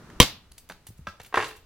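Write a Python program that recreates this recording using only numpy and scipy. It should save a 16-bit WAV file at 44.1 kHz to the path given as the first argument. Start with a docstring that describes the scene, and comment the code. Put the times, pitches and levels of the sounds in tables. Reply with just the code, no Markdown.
"""A work table in a small room. A hard tool cracks a loose phone screen: fracture noise and glass modes
overload the microphone, and the table top thuds. The screen flies off; small bits tick and skitter,
something knocks once, and the screen lands beyond the table edge and rattles to rest.
The room rings briefly after the hits, over soft bumps and a faint rumble."""
import sys
import numpy as np
from scipy import signal
from scipy.fft import rfft, irfft
from scipy.io import wavfile

SR = 44100
rng = np.random.default_rng(int(sys.argv[2]) if len(sys.argv) > 2 else 0)


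def store_wav(level_fs):
    """Save 16-bit WAV to argv[1]."""
    pcm = np.round(np.clip(np.atleast_2d(level_fs), -1, 1) * 32767)
    wavfile.write(sys.argv[1], SR, pcm.T.astype(np.int16))


N = 72765
T = np.arange(N) / SR
HZ = np.fft.rfftfreq(2 * N, 1 / SR)
BLOW_S = 0.201


def amp(db):
    """Decibels to gain."""
    return 10 ** (np.asarray(db) / 20)


def along(points, hz):
    """Interpolate (freq_hz, value) points on a log-frequency axis."""
    p = np.array(points, float)
    return np.interp(np.log(hz + 1), np.log(p[:, 0]), p[:, 1])


def octaves(hz, centre_hz):
    """Octaves from a centre, constant below 100 Hz."""
    return np.log2(np.maximum(hz, 100) / centre_hz)


def colour(x, curve_db, size=4096):
    """Minimum-phase filter with gain curve_db(hz)."""
    cepstrum = irfft(np.log(amp(curve_db(np.fft.rfftfreq(size, 1 / SR)))))
    cepstrum[1:size // 2] *= 2
    cepstrum[size // 2 + 1:] = 0
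    return signal.fftconvolve(x, irfft(np.exp(rfft(cepstrum))))[:len(x)]


def fade(t, t60_s):
    """Fall of 60 dB in t60_s."""
    return np.exp(-np.log(1000) * t / t60_s)


def unit(x):
    """Scale to the energy of 5 ms at full level."""
    return x * np.sqrt(.005 * SR / np.sum(x ** 2))


def add(out, x, start_s):
    """Mix x in at start_s."""
    i = int(start_s * SR)
    out[i:i + len(x)] += x[:N - i]


def burst(curve_db, t60_s, attack_s, size=16384):
    """Contact crunch: short coloured noise."""
    t = T[:size]
    rise = np.minimum((t + 1 / SR) / (attack_s + 1 / SR), 1)
    envelope = rise * fade(np.maximum(t - attack_s, 0), t60_s)
    return unit(colour(rng.standard_normal(size) * envelope, curve_db))


def ring(modes, tilt_db_oct=0, spread_db=0, detune=0.0044, size=16384):
    """Decaying modes; each contact point weights and tunes them differently."""
    t, body = T[:size], np.zeros(size)
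    for (hz, db, t60_s), (gain_draw, pitch_draw) in zip(modes, rng.standard_normal((len(modes), 2))):
        gain = amp(db + tilt_db_oct * octaves(hz, 1000) + spread_db * gain_draw)
        polarity = np.sign(rng.standard_normal()) if spread_db else 1
        pitch_hz = hz * (1 + detune * pitch_draw)
        body += polarity * gain * np.sin(2 * np.pi * pitch_hz * t) * fade(t, t60_s)
    return unit(body)


def hit(noise, modes, t60_s, tilt_db_oct, ring_db, spread_db, attack_s=0.0012, tilt_top_hz=3530):
    """Contact noise plus body modes, tilted brighter or duller for each contact."""
    curve_db = lambda hz: along(noise, hz) + tilt_db_oct * octaves(np.minimum(hz, tilt_top_hz), 1000)
    crunch = burst(curve_db, t60_s, attack_s)
    body = ring(modes, tilt_db_oct, spread_db)
    return crunch + amp(ring_db) * body * np.minimum(T[:len(body)] / attack_s, 1)


def diffuse(spectrum, unrelated_hz=5000):
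    """Stereo noise of rms 1, alike in the bass, unrelated in the treble."""
    mid, side = rfft(rng.standard_normal((2, 2 * N)))
    side = side * np.minimum(0.12 + HZ / unrelated_hz, 1)
    x = irfft(np.array([mid + side, mid - side]) * amp(along(spectrum, HZ)))[:, :N]
    return x / x.std()


def background(floor_db=-58, wash_db=-49.5, hold_s=0.26):
    """Steady rumble and hiss, plus a dull wash of room noise that dies away early."""
    # noise spectra: freq_hz, level_db
    floor = [(20, -4.5), (70, -2.5), (150, -12.5), (300, -18.5), (650, -26.5), (1300, -26), (3000, -31.5),
             (8000, -39), (15000, -45.5)]
    wash = [(30, -3.5), (150, 4.5), (400, -3), (800, -12), (1300, -6.5), (2200, -19), (6000, -27),
            (15000, -40)]
    wash_envelope = fade(np.maximum(T - hold_s, 0), t60_s=.7)
    return amp(floor_db) * diffuse(floor) + amp(wash_db) * diffuse(wash) * wash_envelope


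def room_tail(x, delay_s=.007, build_s=0.0042, size=256):
    """Small-room reverb of x: builds up, then dies at its own rate in each band."""
    # room decay: freq_hz, t60_s
    decay = [(60, 0.25), (300, 0.45), (700, 0.4036), (1500, 0.31), (3500, 0.34), (8000, 0.1955),
             (15000, 0.2841)]
    # tail spectrum: freq_hz, level_db
    spectrum = [(60, -5.5), (400, -2.5), (900, -6.5), (1500, -6), (3200, -2), (8000, 1.5), (15000, 0.5)]
    hz, t, bands = signal.stft(diffuse(spectrum)[:, :N // 2], SR, nperseg=size)
    tail = signal.istft(bands * fade(t, along(decay, hz)[:, None]), SR, nperseg=size)[1]
    tail *= np.clip((T[:tail.shape[1]] - delay_s) / build_s, 0, 1)
    tail /= np.sqrt(np.sum(tail ** 2) / 2)
    return signal.fftconvolve(x[None], tail, axes=1)[:, :N]


def near_scatter(x, level_db=-8, t60_s=0.015, size=2048):
    """Reflections of x off things near the microphone, different at each port."""
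    # reflection spectrum: freq_hz, level_db
    spectrum = [(100, -13), (1500, -3), (4000, 0), (15000, 1)]
    response = diffuse(spectrum)[:, :size] * fade(T[:size], t60_s)
    response *= amp(level_db) / np.sqrt(np.sum(response ** 2) / 2)
    return signal.fftconvolve(x[None], response, axes=1)[:, :N]


def table_bumps():
    """Soft bumps as things move and land, one low mode each."""
    # bumps: start_s, level_db, pitch_hz, t60_s
    bumps = [(.163, -40, 57.3, 0.098), (0.513, -44, 64.5, 0.096), (.702, -45.5, 181.2, 0.19),
             (.89, -37.5, 105.2, 0.14), (0.904, -43, 167, 0.02), (.992, -38.5, 145.4, 0.051),
             (1.012, -39, 76, 0.17), (1.074, -39, 190, 0.083), (1.078, -40.5, 82, 0.16),
             (1.204, -44, 110, 0.035), (1.38, -37, 104.5, 0.23), (1.429, -44, 139, 0.3)]
    out = np.zeros(N)
    for start_s, db, hz, t60_s in bumps:
        add(out, amp(db) * ring([(hz, 0, t60_s)]), start_s)
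    return out


def small_bits():
    """Bits tick and slide, too briefly to ring."""
    # noise ticks: start_s, level_db, centre_hz, rolloff_db_oct, attack_s, t60_s
    ticks = [(.101, -47.5, 1300, 9, 0.00043, 0.02), (.517, -54.5, 8020, -0.5, 0.00012, 0.0092),
             (.5202, -49, 6990, 3.5, .0003, 0.0066), (.578, -42, 6500, 3.5, 0.0047, 0.043),
             (.689, -48, 6000, 1, .002, 0.021), (.698, -35.5, 1020, 8, .0003, 0.042),
             (.709, -41, 499, 8, .001, 0.026), (.7198, -43, 1300, 7, 0.00035, 0.027),
             (.867, -40.5, 7100, -0.5, .002, 0.048), (.882, -50.5, 10910, 2.5, .005, .07),
             (.97, -58, 10000, 3, .01, 0.12), (1.1975, -40.5, 633, 7, .004, 0.043),
             (1.198, -46.5, 2200, 11.5, .003, 0.074), (1.215, -50, 2810, 5, 0.0016, 0.024),
             (1.23, -47, 6000, -2.5, 0.0026, 0.056), (1.2465, -47, 2390, 9.5, 0.00069, 0.073),
             (1.259, -46, 8200, -0.5, 0.0036, 0.083), (1.47, -42, 9000, 3, 0.014, .12),
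             (1.555, -50.5, 9000, 7, .012, .08)]
    out = np.zeros(N)
    for start_s, db, centre_hz, rolloff_db_oct, attack_s, t60_s in ticks:
        curve_db = lambda hz: -rolloff_db_oct * np.hypot(octaves(hz, centre_hz), .5)
        add(out, amp(db) * burst(curve_db, t60_s, attack_s), start_s)
    return out


def hollow_knock(start_s=1.0693, level_db=-34.5):
    """One knock, more ring than contact noise."""
    # hollow body: pitch_hz, level_db, t60_s
    modes = [(585, -8.5, 0.038), (1029, -7, 0.052), (1234, -5, 0.049), (1337, -5, 0.099), (1552, -12, .07),
             (1635, 0.5, 0.025), (1960, -18.5, 0.1), (2680, -27, 0.14), (3410, -14.5, 0.056)]
    # contact noise: freq_hz, level_db
    noise = [(100, -11), (700, -2), (1500, 1.5), (2500, -7), (5500, -8), (8000, -19), (15000, -25.5)]
    out = np.zeros(N)
    knock = hit(noise, modes, t60_s=0.052, tilt_db_oct=0, ring_db=6.5, spread_db=0.55)
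    add(out, amp(level_db) * knock, start_s)
    return out


def screen_landing():
    """The screen comes down and rattles to rest."""
    # bounces: start_s, level_db, contact_t60_s, tilt_db_oct
    bounces = [(1.325, -39.5, 0.09, -1), (1.3413, -20.5, 0.025, -0.5), (1.3475, -32.5, 0.025, 3),
               (1.3558, -25, 0.032, 6), (1.3714, -21, 0.025, -2), (1.3745, -18.5, 0.024, -1),
               (1.3795, -19.5, 0.03, -.5), (1.391, -29, 0.042, -0.5), (1.401, -25, .03, 1.5),
               (1.409, -30, 0.046, 5), (1.4245, -30.5, 0.023, 6.5), (1.43, -29, 0.032, 5),
               (1.443, -30.5, 0.049, 13), (1.463, -44, 0.054, 2.5), (1.487, -45, 0.12, 15),
               (1.508, -42.5, 0.08, 5.5), (1.552, -52, 0.18, 9.5)]
    # screen and the surface under it: pitch_hz, level_db, t60_s
    modes = [(429, -6, 0.076), (544, -4, 0.017), (675, -13, .04), (972, -9.5, 0.052), (1068, 4.5, 0.047),
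             (1265, -1.5, 0.035), (1596, -4, 0.084), (1866, -5, .06), (2040, -16, 0.14), (2260, -31, 0.042),
             (2715, -8.5, 0.042), (3480, -25, 0.065), (4083, -14.5, 0.024)]
    # contact noise: freq_hz, level_db
    noise = [(80, -16.5), (230, -11.5), (420, -2), (1100, 0.5), (2200, -7), (3300, -15.5), (4600, -20),
             (7000, -26), (11000, -30.5), (15000, -41.5)]
    out = np.zeros(N)
    for start_s, db, t60_s, tilt_db_oct in bounces:
        add(out, amp(db) * hit(noise, modes, t60_s, tilt_db_oct, ring_db=-1, spread_db=3.3), start_s)
    return out


def beyond_table(x, echo_s=0.016, echo_db=-12.5):
    """The table edge shades the direct treble; a close wall adds one echo."""
    # edge shadow: freq_hz, gain_db
    shade = [(100, -1.5), (500, -0.5), (2500, 0.5), (4500, -3), (7000, -6), (15000, -6)]
    out = colour(x, lambda hz: along(shade, hz))
    add(out, amp(echo_db) * x, echo_s)
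    return out


def glass_snap(level_db=-13):
    """One sharp pressure pulse that the breaking glass sends up into the room."""
    # pulse spectrum: freq_hz, level_db
    spectrum = [(60, 0), (250, -1.5), (450, -7), (700, -8.5), (1200, -2), (1800, -3), (2400, -3),
                (3200, 1.5), (4500, -2), (6000, -4.5), (8000, -10), (12000, -15), (16000, -20.5)]
    out = np.zeros(N)
    pulse = colour(signal.unit_impulse(4096), lambda hz: along(spectrum, hz))
    add(out, amp(level_db) * unit(pulse), BLOW_S)
    return out


def tool_strike(thud_s=.2018, thud_db=-8.5, puff_s=.2045, puff_db=2.5, puff_width_s=.0006):
    """The tool cracks the screen, which slaps down, squeezes out air and rebounds; the table thuds."""
    # blow and rebounds: start_s, level_db, contact_t60_s, tilt_db_oct
    blows = [(0.201, 3, 0.011, -2), (.2066, -20.5, .01, -2), (0.2124, -13, 0.11, -1.5),
             (0.228, -17.5, 0.022, -1)]
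    # fracture noise: freq_hz, level_db
    fracture = [(100, -2), (400, -3.5), (1000, 1.5), (1600, -8), (3100, 4.5), (5000, -0.5), (8000, -8),
                (12000, -12.5), (16000, -10)]
    # glass and frame: pitch_hz, level_db, t60_s
    screen_modes = [(509, 3, 0.033), (974, 1, 0.039), (1128, -0.5, .05), (2152, -10.5, 0.16),
                    (2250, -8.5, .06), (2570, -12, 0.05), (2780, -7.5, 0.035), (2945, -2.5, 0.05),
                    (3200, -12.5, 0.073), (3145, -0.5, 0.083), (3238, -1.5, 0.069), (3635, -4.5, .045),
                    (3890, -3.5, 0.074), (4250, -10, .08), (4760, -8.5, 0.099), (5400, -9, 0.019)]
    # table top: pitch_hz, level_db, t60_s
    table_modes = [(23.9, -10.5, 0.1), (57, -4, 0.16), (121, 1, 0.092), (165, -3.5, .08), (208, -1.5, 0.11),
                   (262, -2, 0.055), (291, -3, .12), (512.6, 0.5, 0.098)]
    out = np.zeros(N)
    for start_s, db, t60_s, tilt_db_oct in blows:
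        crack = hit(fracture, screen_modes, t60_s, tilt_db_oct, ring_db=-7, spread_db=1.5,
                    attack_s=0.00043)
        add(out, amp(db) * crack, start_s)
    add(out, -amp(thud_db) * ring(table_modes), thud_s)
    air_puff = amp(puff_db) * np.exp(-.5 * ((T - puff_s) / puff_width_s) ** 2)
    return out - air_puff


def scene(left_lag_s=2.4e-5):
    """Direct sound at two close microphone ports, near reflections, room tail and background."""
    strike, bits = tool_strike(), small_bits()
    far = hollow_knock() + screen_landing()
    direct = strike + bits + beyond_table(far) + table_bumps()
    left = irfft(rfft(direct, 2 * N) * np.exp(-2j * np.pi * HZ * left_lag_s))[:N]
    room_send = glass_snap() + amp(-28) * strike + amp(-6.5) * bits + amp(-4.5) * far
    return np.array([left, direct]) + near_scatter(direct) + room_tail(room_send) + background()


def record(dry, bass_cut_hz=7, top_hz=16000):
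    """The right port loses the deepest bass; the crack clips flat; the top is cut."""
    right = signal.sosfilt(signal.butter(1, bass_cut_hz, "high", fs=SR, output="sos"), dry[1])
    clipped = np.clip([dry[0], right], -1, 1)
    return signal.sosfilt(signal.ellip(8, .2, 70, top_hz, fs=SR, output="sos"), clipped)


dry = scene()
out = record(dry)
store_wav(out)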